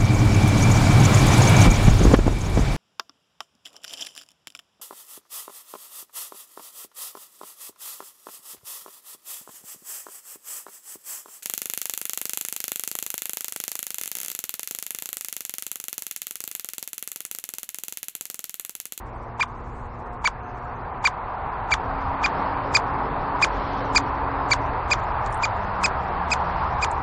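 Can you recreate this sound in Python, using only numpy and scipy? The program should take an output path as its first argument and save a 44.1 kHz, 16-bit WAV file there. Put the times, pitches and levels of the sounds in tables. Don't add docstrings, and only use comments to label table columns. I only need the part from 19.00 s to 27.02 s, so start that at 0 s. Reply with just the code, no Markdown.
import sys
import numpy as np
from scipy import signal
from scipy.fft import rfft, irfft
from scipy.io import wavfile
from scipy.ndimage import uniform_filter1d

SR = 44100
rng = np.random.default_rng(int(sys.argv[2]) if len(sys.argv) > 2 else 0)


def makeup_ratio(level_db):
    decades = np.asarray(level_db, float) / 20
    return 10 ** decades


def wrap_up_sound(samples):
    columns = np.atleast_2d(samples).T
    tamed = np.clip(columns, -1, 1)
    steps = np.round(tamed * 32767).astype(np.int16)
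    wavfile.write(sys.argv[1], SR, steps)


N = 353682
CALL_START_MS, CALL_END_MS = -22.5, 33


def evened(x):
    return x / np.sqrt(np.mean(x ** 2) + 1e-20)


def read(points, hz):
    point_hz, value = np.transpose(points)
    return np.interp(np.log(hz + 1), np.log(point_hz + 1), value)


def add(mix, start_s, sound):
    part = mix[max(round(start_s * SR), 0):][:len(sound)]
    part += sound[:len(part)]


def step(t, at, span):
    return 0.5 + 0.5 * np.tanh((t - at) / (2 * span))


def bump(t, at, span):
    return np.exp(-((t - at) / span) ** 2)


def wander(length, hz, count=N):
    lowpass = signal.butter(N=2, Wn=hz, fs=SR, output="sos")
    slow = signal.sosfilt(lowpass, rng.standard_normal(count))
    return evened(slow[::-1][:length])


def noise(spectrum, patchy_db, size=1024):
    frames, hz = 4 * N // size + 8, np.fft.rfftfreq(size, 1 / SR)
    real, imaginary, patches = rng.standard_normal((frames, len(hz), 3)).T
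    patches = uniform_filter1d(patches, size=10, axis=0)
    patches = evened(uniform_filter1d(patches, size=12, axis=1))
    z = (real + 1j * imaginary) * makeup_ratio(read(spectrum, hz)[:, None] + patchy_db * patches)
    return evened(signal.istft(z, nperseg=size, noverlap=3 * size // 4)[1][:N])


def pitch_share(t):
    rising = 0.32 + 0.012 * (t - CALL_START_MS)
    falling = 0.3 + 0.012 * (CALL_END_MS - t)
    low = np.where(t < 0, rising, falling)
    crown = 1 - ((t + 0.95) / 33) ** 2
    high = step(t, -9.5, 1.15) - step(t, 12.9, 1.05)
    return low + high * (crown - low)


def call_effort(t):
    attack_db = -31 * np.exp((CALL_START_MS - t) / 1.7)
    release_db = -1.5 * np.maximum(t - 18.2, 0)
    swell_db = -0.05 * np.minimum(t + 9.5, 0)
    catch_db = -2.5 * bump(t, -7.5, 0.92) + 1.5 * bump(t, 11.54, 0.92)
    return attack_db + release_db + swell_db + catch_db


def beak_opening(t):
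    return step(t, -7.5, 0.42) - step(t, 11.54, 0.58)


def harshness(t):
    return -9 + 7.5 * bump(t, -9.5, 4.5) + 14 * bump(t, 12.9, 2.3)


SHUT_BEAK = [-3, -14.5, -18.5, -18.5, -20, -24, -23.5, -27, -27, -29.5, -35.5, -22]
# centre_hz, width_hz, gain_db
THROAT = [(1220, 57, -10.5), (2020, 150, -9.5), (3550, 350, 2), (4150, 190, -8.5), (6500, 670, 3.5),
          (9350, 1900, -2.5)]
# start_s, end_s
HEAD_AWAY = [(3.1, 3.4), (5.8, 6.6)]


def call(row, jitter=0.018, breath_db=-31):
    centre_s, top_hz, level_db, second_db, third_db = row
    t = np.arange(CALL_START_MS, CALL_END_MS, 1000 / SR)
    beak, harsh_db = beak_opening(t), harshness(t)
    unsteady = jitter * (1.1 - beak) * wander(len(t), 860, count=6000)
    hz = top_hz * pitch_share(t) * (1 + unsteady)
    turns = np.cumsum(hz) / SR
    open_beak = [0, second_db, third_db] + [third_db - 32 * k for k in range(1, 10)]
    flank_db = 0.5 - 0.57 * centre_s
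    facing_db = 0.31 * (second_db + third_db + 25) / 2
    dull_db = -0.6 * (second_db + 8.5)
    shade_db = -18 * any(start < centre_s < end for start, end in HEAD_AWAY)
    voice = np.zeros(len(t))
    for k in range(1, 13):
        if k == 1:
            tilt_db = flank_db
        else:
            tilt_db = harsh_db + dull_db + (facing_db - dull_db) * step(k * hz, 3700, 200)
        shut_db = SHUT_BEAK[k - 1] + tilt_db
        throat_db = sum(db * bump(k * hz, centre_hz, width_hz) for centre_hz, width_hz, db in THROAT)
        throat_db = throat_db + shade_db * step(k * hz, 7760, 150)
        gain = makeup_ratio(beak * open_beak[k - 1] + (1 - beak) * shut_db + throat_db) * (k * hz < 14000)
        voice += gain * np.sqrt(2) * np.sin(2 * np.pi * (k * turns + rng.random()))
    air = np.diff(rng.standard_normal(6000))[:len(t)]
    breath = air * makeup_ratio(breath_db + harsh_db + facing_db + shade_db / 2) * (1.15 - beak)
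    shimmer_db = 1.9 * (1 - beak) * wander(len(t), 200, count=6000)
    loudness = makeup_ratio(level_db + call_effort(t) + shimmer_db) * signal.windows.tukey(len(t), 0.05)
    return centre_s + CALL_START_MS / 1000, loudness * (voice + breath)


# centre_s, top_pitch_hz, level_db, second_overtone_db, third_overtone_db
CALLS = [(0.416, 2427, -18.5, -15, -24.5), (1.262, 2347, -17, -11, -19), (2.0606, 2404, -15, -9.5, -20),
         (2.727, 2365, -16, -11.5, -21), (3.249, 2464, -18, -11, -25), (3.757, 2470, -15, -2.5, -13),
         (4.4335, 2475, -14.5, -9.5, -18), (4.967, 2455, -15.5, -2, -10),
         (5.5221, 2350, -15.5, -4.5, -14.5), (5.922, 2483, -16.5, -8.5, -13.5),
         (6.4416, 2448, -20.5, -8.5, -13.5), (6.8486, 2563, -18, -5, -11), (7.3234, 2548, -19, -6.5, -11.5),
         (7.833, 2477, -22, -8.5, -12.5)]


def woodpecker():
    calls = np.zeros(N)
    for row in CALLS:
        add(calls, *call(row))
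    t = np.arange(6000) / SR
    echoes = rng.choice([-1., 1.], len(t)) * (rng.random(len(t)) < 0.05)
    scatter = echoes * makeup_ratio(-60 * t / 0.077) * (t > 0.0015)
    scatter = scatter / np.linalg.norm(scatter)
    return calls + makeup_ratio(-15.5) * signal.oaconvolve(calls, scatter)[:N]


# start_s, peak_db, centre_hz
CLAW_TICKS = [(5.912, -28, 9240), (6.002, -37.5, 6800), (6.04, -40.5, 6500), (6.253, -45, 6960),
              (6.2616, -29.5, 6750), (6.2623, -34, 4220), (6.272, -42, 7500), (6.283, -52, 6950),
              (6.305, -42, 9100), (6.325, -26, 10430), (6.327, -35, 6600), (6.345, -27, 9100),
              (6.347, -50, 6500), (6.376, -29.5, 10100), (6.43, -38, 9900), (7.9143, -27.5, 7950)]


def claws():
    out, t = np.zeros(N), np.arange(900) / SR
    for start_s, peak_db, centre_hz in CLAW_TICKS:
        decay = makeup_ratio(-60 * t / 0.0022) + makeup_ratio(-15 - 60 * t / 0.047)
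        scratch = rng.standard_normal(len(t)) * decay
        edges_hz = [0.84 * centre_hz, 1.18 * centre_hz]
        band = signal.butter(N=3, Wn=edges_hz, btype="band", fs=SR, output="sos")
        tick = signal.sosfilt(band, scratch)
        add(out, start_s, makeup_ratio(peak_db) * tick / abs(tick).max())
    return out


# time_s, level_db
NEARNESS = [(0.0, -39.5), (0.91, -39), (2.75, -30.5), (2.86, -29.5), (3.15, -28.5), (3.39, -27),
            (3.55, -28), (4.42, -28), (4.71, -28), (5.23, -28), (5.5, -27.5), (5.87, -28), (7.24, -27),
            (7.64, -26.5), (8.02, -28)]
# frequency_hz, level_db (per Hz)
RUMBLE_SPECTRUM = [(10, -32), (18, -8.5), (30, -2), (45, 2.5), (97, -2.5), (124, -5), (150, -14.5),
                   (220, -18.5), (300, -46)]
# frequency_hz, level_db (per Hz)
BODY_SPECTRUM = [(76, -32.5), (130, -4.5), (200, -8.5), (306, -9), (455, -5.5), (560, -7.5), (680, -15),
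                 (1000, -82.5)]
# frequency_hz, level_db (per Hz)
ROAR_SPECTRUM = [(330, -41.5), (560, -14), (614, -8), (773, -2), (967, 0.5), (1230, -5), (1310, -7.5),
                 (2700, -26.5), (3510, -57.5), (5940, -120)]
# frequency_hz, level_db (per Hz)
HISS_SPECTRUM = [(2200, -25.5), (2700, -4), (3050, 0.5), (3500, -2.5), (4410, -5), (5300, -10),
                 (6500, -16.5), (11000, -39)]
# time_s, lift_db
CLOSE_CARS = [(3.4, 2.1), (4.7, 6.5), (7.55, 2.5)]


def road():
    t = np.arange(N) / SR
    near_db = np.interp(t, *np.transpose(NEARNESS)) + 28
    lorry_db = 5 * bump(t, 4.5, 1.34)
    cars_db = sum(db * bump(t, time_s, 0.25) for time_s, db in CLOSE_CARS)
    rumble = makeup_ratio(-35 + 0.45 * near_db) * noise(RUMBLE_SPECTRUM, 1.3, size=4096)
    body = makeup_ratio(-38.5 + 0.63 * near_db + lorry_db) * noise(BODY_SPECTRUM, 1.3, size=2048)
    roar = makeup_ratio(-26.5 + 1.113 * near_db) * noise(ROAR_SPECTRUM, 1.1)
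    hiss = makeup_ratio(-54.5 + 1.5 * near_db + cars_db) * noise(HISS_SPECTRUM, 1.5)
    return rumble + body + roar + hiss


def engine(row, orders, waver_db=1.4, fade_s=0.1):
    start_s, end_s, first_hz, last_hz, level_db = row
    t, out = np.arange(start_s, end_s, 1 / SR), np.zeros(N)
    hz = np.linspace(first_hz, last_hz, len(t)) * (1 + 0.0037 * wander(len(t), 7))
    turns = np.cumsum(hz) / SR
    tones = np.zeros(len(t))
    for multiple, order_db in orders:
        gain = makeup_ratio(order_db + waver_db * wander(len(t), 6.5))
        tones += gain * np.sin(2 * np.pi * (multiple * turns + rng.random()))
    fade = np.clip(np.minimum(t - start_s, end_s - t) / fade_s, 0, 1)
    add(out, start_s, np.sqrt(2) * makeup_ratio(level_db) * tones * fade)
    return out


# start_s, end_s, first_hz, last_hz, level_db; the first five rows,
# near 700 Hz, are the first vehicle's whine at three times its rate
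ENGINE_TONES = [(0.049, 0.6, 686, 700, -49), (0.98, 1.25, 716, 720, -43), (1.3, 1.803, 724, 720, -42.5),
                (1.969, 2.22, 739, 741, -42), (2.26, 3.14, 745, 758, -42.5), (2.7, 3.81, 269, 279.5, -41.5),
                (3.799, 4.5, 276, 283, -42), (4.494, 5.797, 275, 276.2, -39.5),
                (4.719, 6.36, 114.5, 116, -40), (6.24, 6.898, 116.6, 85.7, -39.5),
                (6.5, 6.962, 200.6, 180.6, -42), (6.88, 7.8, 181.6, 169, -44.5),
                (4.999, 6.45, 69.75, 72.5, -41), (6.517, 6.73, 70.6, 70.5, -36),
                (6.8, 8.203, 71.3, 74.5, -37), (6.82, 8.207, 133, 125.6, -45),
                (3.401, 3.862, 49.8, 53.4, -43), (3.899, 5.06, 52.6, 41.5, -43.5),
                (5.097, 5.762, 49.2, 52, -46)]
# multiple, level_db
ONE_ORDER = [(1, 0)]
# start_s, end_s, first_hz, last_hz, level_db
FIRST_VEHICLE = [
    (0, 1.277, 235, 243.1, -51.5),
    (1.25, 2.1, 242.6, 247.3, -54),
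]
# multiple, level_db
FIRST_VEHICLE_ORDERS = [(.5, 5), (1, 1.5), (1.5, -4.5), (2, -3)]


def engines():
    plain = sum(engine(row, ONE_ORDER) for row in ENGINE_TONES)
    return plain + sum(engine(row, FIRST_VEHICLE_ORDERS) for row in FIRST_VEHICLE)


def scene():
    return (woodpecker() + claws() + road() + engines())[None]


# frequency_hz, level_db
MIC_HISS = [(2000, -5), (4000, -3), (5800, -6), (7200, 4.5), (9000, -0.5), (11000, 7)]
# frequency_hz, gain_db
MIC_RESPONSE = [(20, 0.5), (7500, -1), (8500, -1.5), (9700, -7), (10300, -15), (10800, -25), (12000, -76.5)]


def microphone(x):
    hz = np.fft.rfftfreq(N, 1 / SR)
    x = x + makeup_ratio(-79.5) * noise(MIC_HISS, 1.1)
    return irfft(rfft(x) * makeup_ratio(read(MIC_RESPONSE, hz)), N)


# frequency_hz, level_db
GRAIN = [(2000, -18.5), (4500, -24), (6000, -11.5), (10000, -9.5)]
TREBLE_EDGES = [2000, 2400, 2800, 3300, 3800, 4300, 4800, 5300, 5900, 6600, 7600, 8500, 9200, 10000, 11000,
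                22100]


def patchy_treble(x, keep_db=-37.5, fickle_db=2.0, size=2048):
    window = np.sin(np.pi * (np.arange(size) + 0.5) / size)
    hz, _, z = signal.stft(x, SR, window, size, size // 2)
    haze = rng.standard_normal(z.shape) + 1j * rng.standard_normal(z.shape)
    haze = haze * makeup_ratio(read(GRAIN, hz) - 4.5)[:, None]
    power = abs(z) ** 2
    roar_power = power[(hz > 600) & (hz < 1400)].mean(0)
    roar_db = uniform_filter1d(10 * np.log10(roar_power + 1e-20), size=21)
    drift_db = fickle_db * rng.standard_normal(len(roar_db))
    for low_hz, high_hz in zip(TREBLE_EDGES, TREBLE_EDGES[1:]):
        band = (hz >= low_hz) & (hz < high_hz)
        level = np.sqrt(power[band].mean(0))
        drift_db = 0.8 * drift_db + 0.68 * fickle_db * rng.standard_normal(len(level))
        kept = level > makeup_ratio(roar_db + keep_db + drift_db - 2.5 * (high_hz < 5000))
        z[band] = (z[band] + level * haze[band]) * kept
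    return signal.istft(z, SR, window, size, size // 2)[1][:N]


def roll_off(x):
    return signal.sosfilt(signal.butter(12, 10820, fs=SR, output="sos"), x)


def record(dry):
    mix = patchy_treble(microphone(dry[0]))[None]
    return roll_off(mix)


dry = scene()
out = record(dry)
wrap_up_sound(out)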